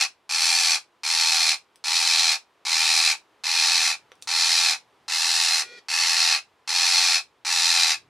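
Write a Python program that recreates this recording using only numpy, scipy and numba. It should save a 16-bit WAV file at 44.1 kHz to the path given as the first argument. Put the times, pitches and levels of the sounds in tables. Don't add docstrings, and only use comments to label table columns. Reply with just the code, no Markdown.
import sys
import numpy as np
from scipy import signal
from scipy.fft import rfft, irfft, next_fast_len
from scipy.io import wavfile
from numba import njit

SR = 44100
rng = np.random.default_rng(int(sys.argv[2]) if len(sys.argv) > 2 else 0)


def unload_audio(sound):
    columns = np.transpose(np.atleast_2d(sound))
    steps = np.round(np.clip(columns, -1, 1) * 32767)
    wavfile.write(sys.argv[1], SR, steps.astype(np.int16))


N = 356769
T = np.arange(N) / SR


def undb(db):
    return 10 ** (np.asarray(db) / 20)


def unit(x):
    return x / np.sqrt(np.mean(x ** 2) + 1e-18)


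def curves(rows):
    times, *columns = np.transpose(rows)
    return [np.interp(T, times, column) for column in columns]


def add(track, sound, start_s):
    i = int(start_s * SR)
    sound, i = sound[max(-i, 0):], max(i, 0)
    track[i:i + len(sound)] += sound[:N - i]


def cut(x, hz, kind, order=2):
    return signal.sosfilt(signal.butter(order, hz, kind, fs=SR, output="sos"), x)


def band(x, low_hz, high_hz):
    return cut(cut(x, low_hz, "high"), high_hz, "low")


@njit
def resonator(x, hz, width_hz):
    y, band_state, low_state = np.empty(len(x)), 0., 0.
    for i in range(len(x)):
        g, damping = np.tan(np.pi * hz[i] / SR), width_hz / hz[i]
        v = (band_state + g * (x[i] - low_state)) / (1 + g * (g + damping))
        band_state = 2 * v - band_state
        low_state += 2 * g * v
        y[i] = damping * v
    return y


def resonate(x, modes, tuning=1):
    tuning = tuning * np.ones(len(x))
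    return sum(undb(db) * resonator(x, hz * tuning, float(width)) for hz, width, db in modes)


def shaped_noise(samples, spectrum):
    size = next_fast_len(samples + 4096)
    hz, db = np.transpose(spectrum)
    bin_hz = np.arange(size + 1) * SR / (2 * size)
    gain = undb(np.interp(np.log(bin_hz + 1), np.log(hz), db))
    cepstrum = irfft(np.log(gain))
    cepstrum[1:size] *= 2
    cepstrum[size + 1:] = 0
    white = rfft(rng.standard_normal(samples), 2 * size)
    return unit(irfft(white * np.exp(rfft(cepstrum)))[:samples])


def drift(below_hz):
    return unit(cut(rng.standard_normal(N), below_hz, "low"))


# frequency in Hz, relative density in dB.
HUSH_SPECTRUM = [(25, -34.5), (65, -15), (120, -20), (190, -13), (280, -9.5), (420, -4), (560, -7.5),
                 (1000, -4), (1600, -11), (3300, -15), (6500, -26), (15000, -33)]
# time in seconds, rumble level in dB, hush level in dB.
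BACKGROUND_LEVELS = [(0, -82.5, -66), (2.55, -87, -64), (3.4, -80.5, -62.5), (4.1, -75, -62),
                     (5.8, -83, -63), (7.35, -77.5, -65), (8.05, -66.5, -64.5)]

def background(side_db=-13, waver_db=2):
    rumble_db, hush_db = curves(BACKGROUND_LEVELS)
    mid, side = (shaped_noise(N, HUSH_SPECTRUM) for _ in range(2))
    hush = mid + undb(side_db) * np.array([side, -side])
    rumble = resonate(rng.standard_normal(N), [(120, 35, 0), (300, 130, -9)])
    rumble = unit(cut(rumble, 400, "low"))
    return undb(hush_db) * hush + undb(rumble_db + waver_db * drift(6)) * rumble


# frequency in Hz, relative gain in dB.
CABIN_MODES = [(420, -1), (500, 6), (775, -0.5), (904, -0.5), (1141, 4), (1346, 5), (1529, -9.5),
               (1735, -2), (1852, -3.5), (1906, -2.5), (2046, -0.5), (2110, -7.5), (2217, 2), (2326, -5),
               (2408, 0), (2556, 4.5), (2722, -10), (3050, -4.5), (3241, -9.5), (3477, -8), (3992, -1.5),
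               (4154, 0.5), (4290, -3.5), (4466, 3.5), (5050, -1.5), (5115, -5), (5733, -2.5), (6005, 5)]
# delay in seconds, level in dB re the direct sound, left minus right in dB.
WALL_ECHOES = [(.0062, -16, -2), (.0049, -19, 2)]

def cabin(x, direct_db=-7, ring_db=-3, ring_width_hz=30, tail_db=-12, side_db=-15,
          t60_s=.16, treble_t60_s=.13):
    t = np.arange(14000) / SR
    impulse = (t == 0) * 1.
    ring = resonate(impulse, [(hz, ring_width_hz, db) for hz, db in CABIN_MODES])
    response = np.tile(undb(direct_db) * impulse + undb(ring_db) * ring, (2, 1))
    for delay_s, db, pan_db in WALL_ECHOES:
        response[:, int(delay_s * SR)] += undb(db + direct_db + np.array([pan_db, -pan_db]) / 2)
    noise = rng.standard_normal((2, len(t)))
    lows = cut(noise, 4700, "low", order=1)
    decay = undb(-60 * t / t60_s)
    tail = lows * decay + 1.375 * (noise - lows) * undb(-60 * t / treble_t60_s)
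    mid, side = tail * (t > .003) / np.linalg.norm(decay)
    side = cut(cut(side, 500, "high", order=1), 10000, "low")
    response += undb(tail_db) * mid + undb(side_db) * np.array([side, -side])
    return signal.fftconvolve(x[None], response, axes=1)[:, :N]


# frequency in Hz, relative density in dB.
CLICK_SPECTRUM = [(300, -24), (1500, -30.5), (3000, -6), (5500, -8), (9000, -1.5), (12000, -17.5),
                  (15000, -10.5)]
KNOCK_SPECTRUM = [(150, -16), (450, 24.5), (900, 10), (2500, 15.5), (5500, 3.5), (9000, -4), (16000, -37)]
# start in seconds, click level in dB, knock in dB re the click, click T60 in seconds.
SCISSOR_SNIPS = [(1.758, -33.5, -15, .0074), (4.118, -37.5, 10, 0.0043), (4.154, -48, -12, .01),
                 (4.217, -49.5, -11, .03), (4.224, -22.5, -12, .008)]

def scissors(knock_t60_s=.0063):
    track, t = np.zeros(N), np.arange(4096) / SR
    for start_s, level_db, knock_db, t60_s in SCISSOR_SNIPS:
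        click = shaped_noise(len(t), CLICK_SPECTRUM) * undb(-60 * t / t60_s)
        knock = shaped_noise(len(t), KNOCK_SPECTRUM) * undb(-60 * t / knock_t60_s)
        add(track, undb(level_db) * (click + undb(knock_db) * knock), start_s)
    return track


# time in seconds, pitch in Hz, tone level in dB, hiss level in dB.
WHINE_CONTOUR = [(5.62, 478, -39, -49), (5.66, 480, -46, -48), (5.73, 481, -45.5, -47),
                 (5.77, 487, -44.5, -50), (5.787, 463, -47, -42.5), (5.8, 450, -62, -64)]
# harmonic number, relative level in dB.
WHINE_HARMONICS = [(1, -21), (3, -3), (4, 0.5), (5, -1), (7, -0.5), (9, -5), (10, -14), (11, -6.5),
                   (13, -19)]
# frequency in Hz, width in Hz, relative gain in dB.
WHINE_HISS_MODES = [(400, 210, 1), (2000, 980, -8.5), (3760, 1600, -5)]

def whine(waver=.0056):
    pitch_hz, tone_db, hiss_db = curves(WHINE_CONTOUR)
    phase = 2 * np.pi * np.cumsum(pitch_hz * (1 + waver * drift(52))) / SR
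    tone = unit(sum(undb(db) * np.sin(k * phase) for k, db in WHINE_HARMONICS))
    hiss = unit(cut(resonate(rng.standard_normal(N), WHINE_HISS_MODES), 9000, "low"))
    sounding = (T > WHINE_CONTOUR[0][0]) & (T < WHINE_CONTOUR[-1][0])
    return (undb(tone_db) * tone + undb(hiss_db) * hiss) * sounding


def chirps(t, starts_s, detune, top_hz=5600, spread=.1425, fall_s=.002577, length_s=.0045):
    burst = np.maximum(np.searchsorted(starts_s, t) - 1, 0)
    age_s = np.clip(t - starts_s[burst], 0, length_s)
    onset_hz = top_hz * np.exp(spread * detune[burst])
    cycles = onset_hz * fall_s * (1 - np.exp(-age_s / fall_s))
    return np.sin(2 * np.pi * cycles) * np.sin(np.pi * age_s / length_s)


SNAP_LEVELS_DB = [-3, -3.5, -1.5, -4, -4.5, -6.5, -7, -11]

def syrinx(t, length_s, rattle_hz, snap_hz, burst_jitter=.018, gap_jitter=.08,
           puff_s=.0005, puff_db=-6, chirp_db=-13, bursts=56):
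    shift, spacing, accent, detune = rng.standard_normal((bursts, 4)).T
    snap_spacing, snap_accent = rng.standard_normal((bursts, len(SNAP_LEVELS_DB), 2)).transpose(2, 0, 1)
    starts_s = np.interp(np.arange(bursts) + burst_jitter * shift, np.cumsum(rattle_hz) / SR, t)
    gaps_s = np.exp(gap_jitter * (snap_spacing + spacing[:, None]))
    gaps_s /= np.interp(starts_s, t, snap_hz)[:, None]
    times_s = starts_s[:, None] + np.cumsum(gaps_s, axis=1) - gaps_s[:, :1]
    gains = undb(np.array(SNAP_LEVELS_DB) - 1.16 * snap_accent + .5 * accent[:, None])
    sounding = times_s < length_s
    snaps = np.bincount((times_s[sounding] * SR).astype(int), gains[sounding], len(t))
    puff_envelope = signal.lfilter([1], [1, -np.exp(-1 / (puff_s * SR))], snaps)
    puffs = puff_envelope * np.sign(rng.standard_normal(len(t)))
    glides = chirps(t, times_s[:, 1], detune) * (t < length_s)
    beats = np.bincount((starts_s[starts_s < length_s] * SR).astype(int), minlength=len(t))
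    return unit(snaps) + undb(puff_db) * unit(puffs) + undb(chirp_db) * unit(glides), unit(beats)


# mid-screech frequency in Hz, width in Hz, relative gain in dB.
BODY_MODES = [(450, 130, -11), (789, 46, 3.5), (886.4, 77, 2), (1157, 420, -7.5)]

def body(beats, blowing, tuning, flow_db=-3, edge_hz=805):
    flow = undb(flow_db) * rng.standard_normal(len(beats)) * blowing
    drive = cut(beats + flow, edge_hz, "high", order=3)
    return unit(band(resonate(drive, BODY_MODES, tuning), 420, 1900))


# frequency at rest in Hz, width in Hz, relative gain in dB.
WINDPIPE_MODES = [(2407, 110, 7), (2540, 220, 11)]
THROAT_MODES = [(1773, 57, -5), (2156, 570, 3)]

def windpipe(rattle, hz, throat_db, rest_hz=2480):
    pipe = unit(resonate(rattle, WINDPIPE_MODES, hz / rest_hz))
    throat = unit(resonate(rattle, THROAT_MODES))
    return unit(band(pipe + undb(throat_db) * throat, 1110, 3440))


# frequency at rest in Hz, width in Hz, relative gain in dB.
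BEAK_MODES = [(3490, 1000, -6), (4050, 280, -7), (4350, 410, 6.5), (5135, 580, 5), (5850, 240, -4)]
BEAK_TREBLE_MODES = [(7450, 600, 3), (8150, 800, 3), (9300, 900, .5), (11500, 5000, -17),
                     (14500, 1200, -11)]

def beak(rattle, hz, treble_db, rest_hz=4287):
    main = band(resonate(rattle, BEAK_MODES, hz / rest_hz), 3440, 4400)
    treble = band(resonate(rattle, BEAK_TREBLE_MODES, hz / rest_hz), 8600, 10500)
    return unit(main) + undb(treble_db) * unit(treble)


def screech(length_s, level_db, windpipe_db, treble_db, throat_db, beak_hz, beak_sag_hz_per_s,
            windpipe_hz, rattle_hz, snap_hz=868, attack_s=.015, swell_s=.076, release_s=.092,
            spin_up_s=.009, open_s=.069, tire_s=.13, body_sag_per_s=.3, windpipe_sag_per_s=.078):
    t = np.arange(28000) / SR
    from_middle_s = t - length_s / 2
    release = np.clip((t - length_s) / release_s + 1, 0, 1)
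    tired = np.clip((t - length_s) / tire_s + 1, 0, 1)
    lack_db = 4.5 * np.exp(-t / attack_s) + 6.5 * np.exp(-t / swell_s) + 26.5 * release ** 3.57
    speed = 1 - .5 * np.exp(-t / spin_up_s)
    opening = 1 - .043 * np.exp(-t / open_s)
    body_sag = 1 - body_sag_per_s * from_middle_s
    pipe_sag = 1 - windpipe_sag_per_s * from_middle_s
    burst_hz = rattle_hz * speed * (1 - .07 * tired)
    rattle, beats = syrinx(t, length_s, burst_hz, snap_hz * speed * body_sag)
    rattle = cut(rattle, 710, "high", order=6)
    pipe = windpipe(rattle, windpipe_hz * opening * pipe_sag, throat_db)
    voice = beak(rattle, beak_hz - beak_sag_hz_per_s * from_middle_s, treble_db - .01 * lack_db)
    voice += undb(windpipe_db + .1768 * lack_db + 3 * tired) * pipe
    voice += undb(-17 + .5973 * lack_db) * body(beats, t < length_s, body_sag)
    return voice * undb(level_db - lack_db) * np.sqrt(length_s / t[-1])


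# start and end in seconds, beak level at full push in dB, windpipe and treble in dB re the
# beak, throat in dB re the windpipe, beak note in Hz, its sag in Hz per second, windpipe note in Hz,
# bursts per second.
SCREECH_CALLS = [ (-.45, 0.073, -15, -6, -8, -8, 4400, 89.5, 2540, 81.5),
                 (0.293, 0.793, -17, -7, -5.5, -7, 4390, 33, 2470, 83.34),
                 (1.034, 1.566, -17, -7, -6, -7.5, 4220, 144, 2460, 82.05),
                 (1.84, 2.375, -16.5, -7.5, -6.5, -8, 4184, 153, 2440, 83),
                 (2.651, 3.156, -16.5, -6, -5.5, -9.5, 4090, -200, 2480, 81.42),
                 (3.437, 3.956, -17, -6, -6.5, -3.5, 4180, -3, 2510, 83.2),
                 (4.273, 4.767, -16.5, -7.5, -6.5, -1.5, 4180, 291, 2490, 84),
                 (5.081, 5.643, -18, -5.5, -5, -3.5, 4135, -150, 2665, 83),
                 (5.885, 6.398, -17, -5, -7, -4, 4260, 781, 2636, 83.25),
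                 (6.675, 7.211, -16, -7, -7, -3, 4220, 195, 2510, 86.63),
                 (7.449, 7.963, -16, -6.5, -6, -2.5, 4050, 482, 2524, 84.6), ]

def parakeet(fade_in_s=.004):
    track = whine()
    for start_s, end_s, *voice in SCREECH_CALLS:
        add(track, screech(end_s - start_s, *voice), start_s)
    return track * np.minimum(T / fade_in_s, 1)


def scene():
    return cabin(parakeet() + scissors()) + background()


def record(dry):
    soft = cut(dry, 12000, "low")
    return signal.sosfilt(signal.ellip(10, .2, 80, 15800, fs=SR, output="sos"), soft)


dry = scene()
out = record(dry)
unload_audio(out)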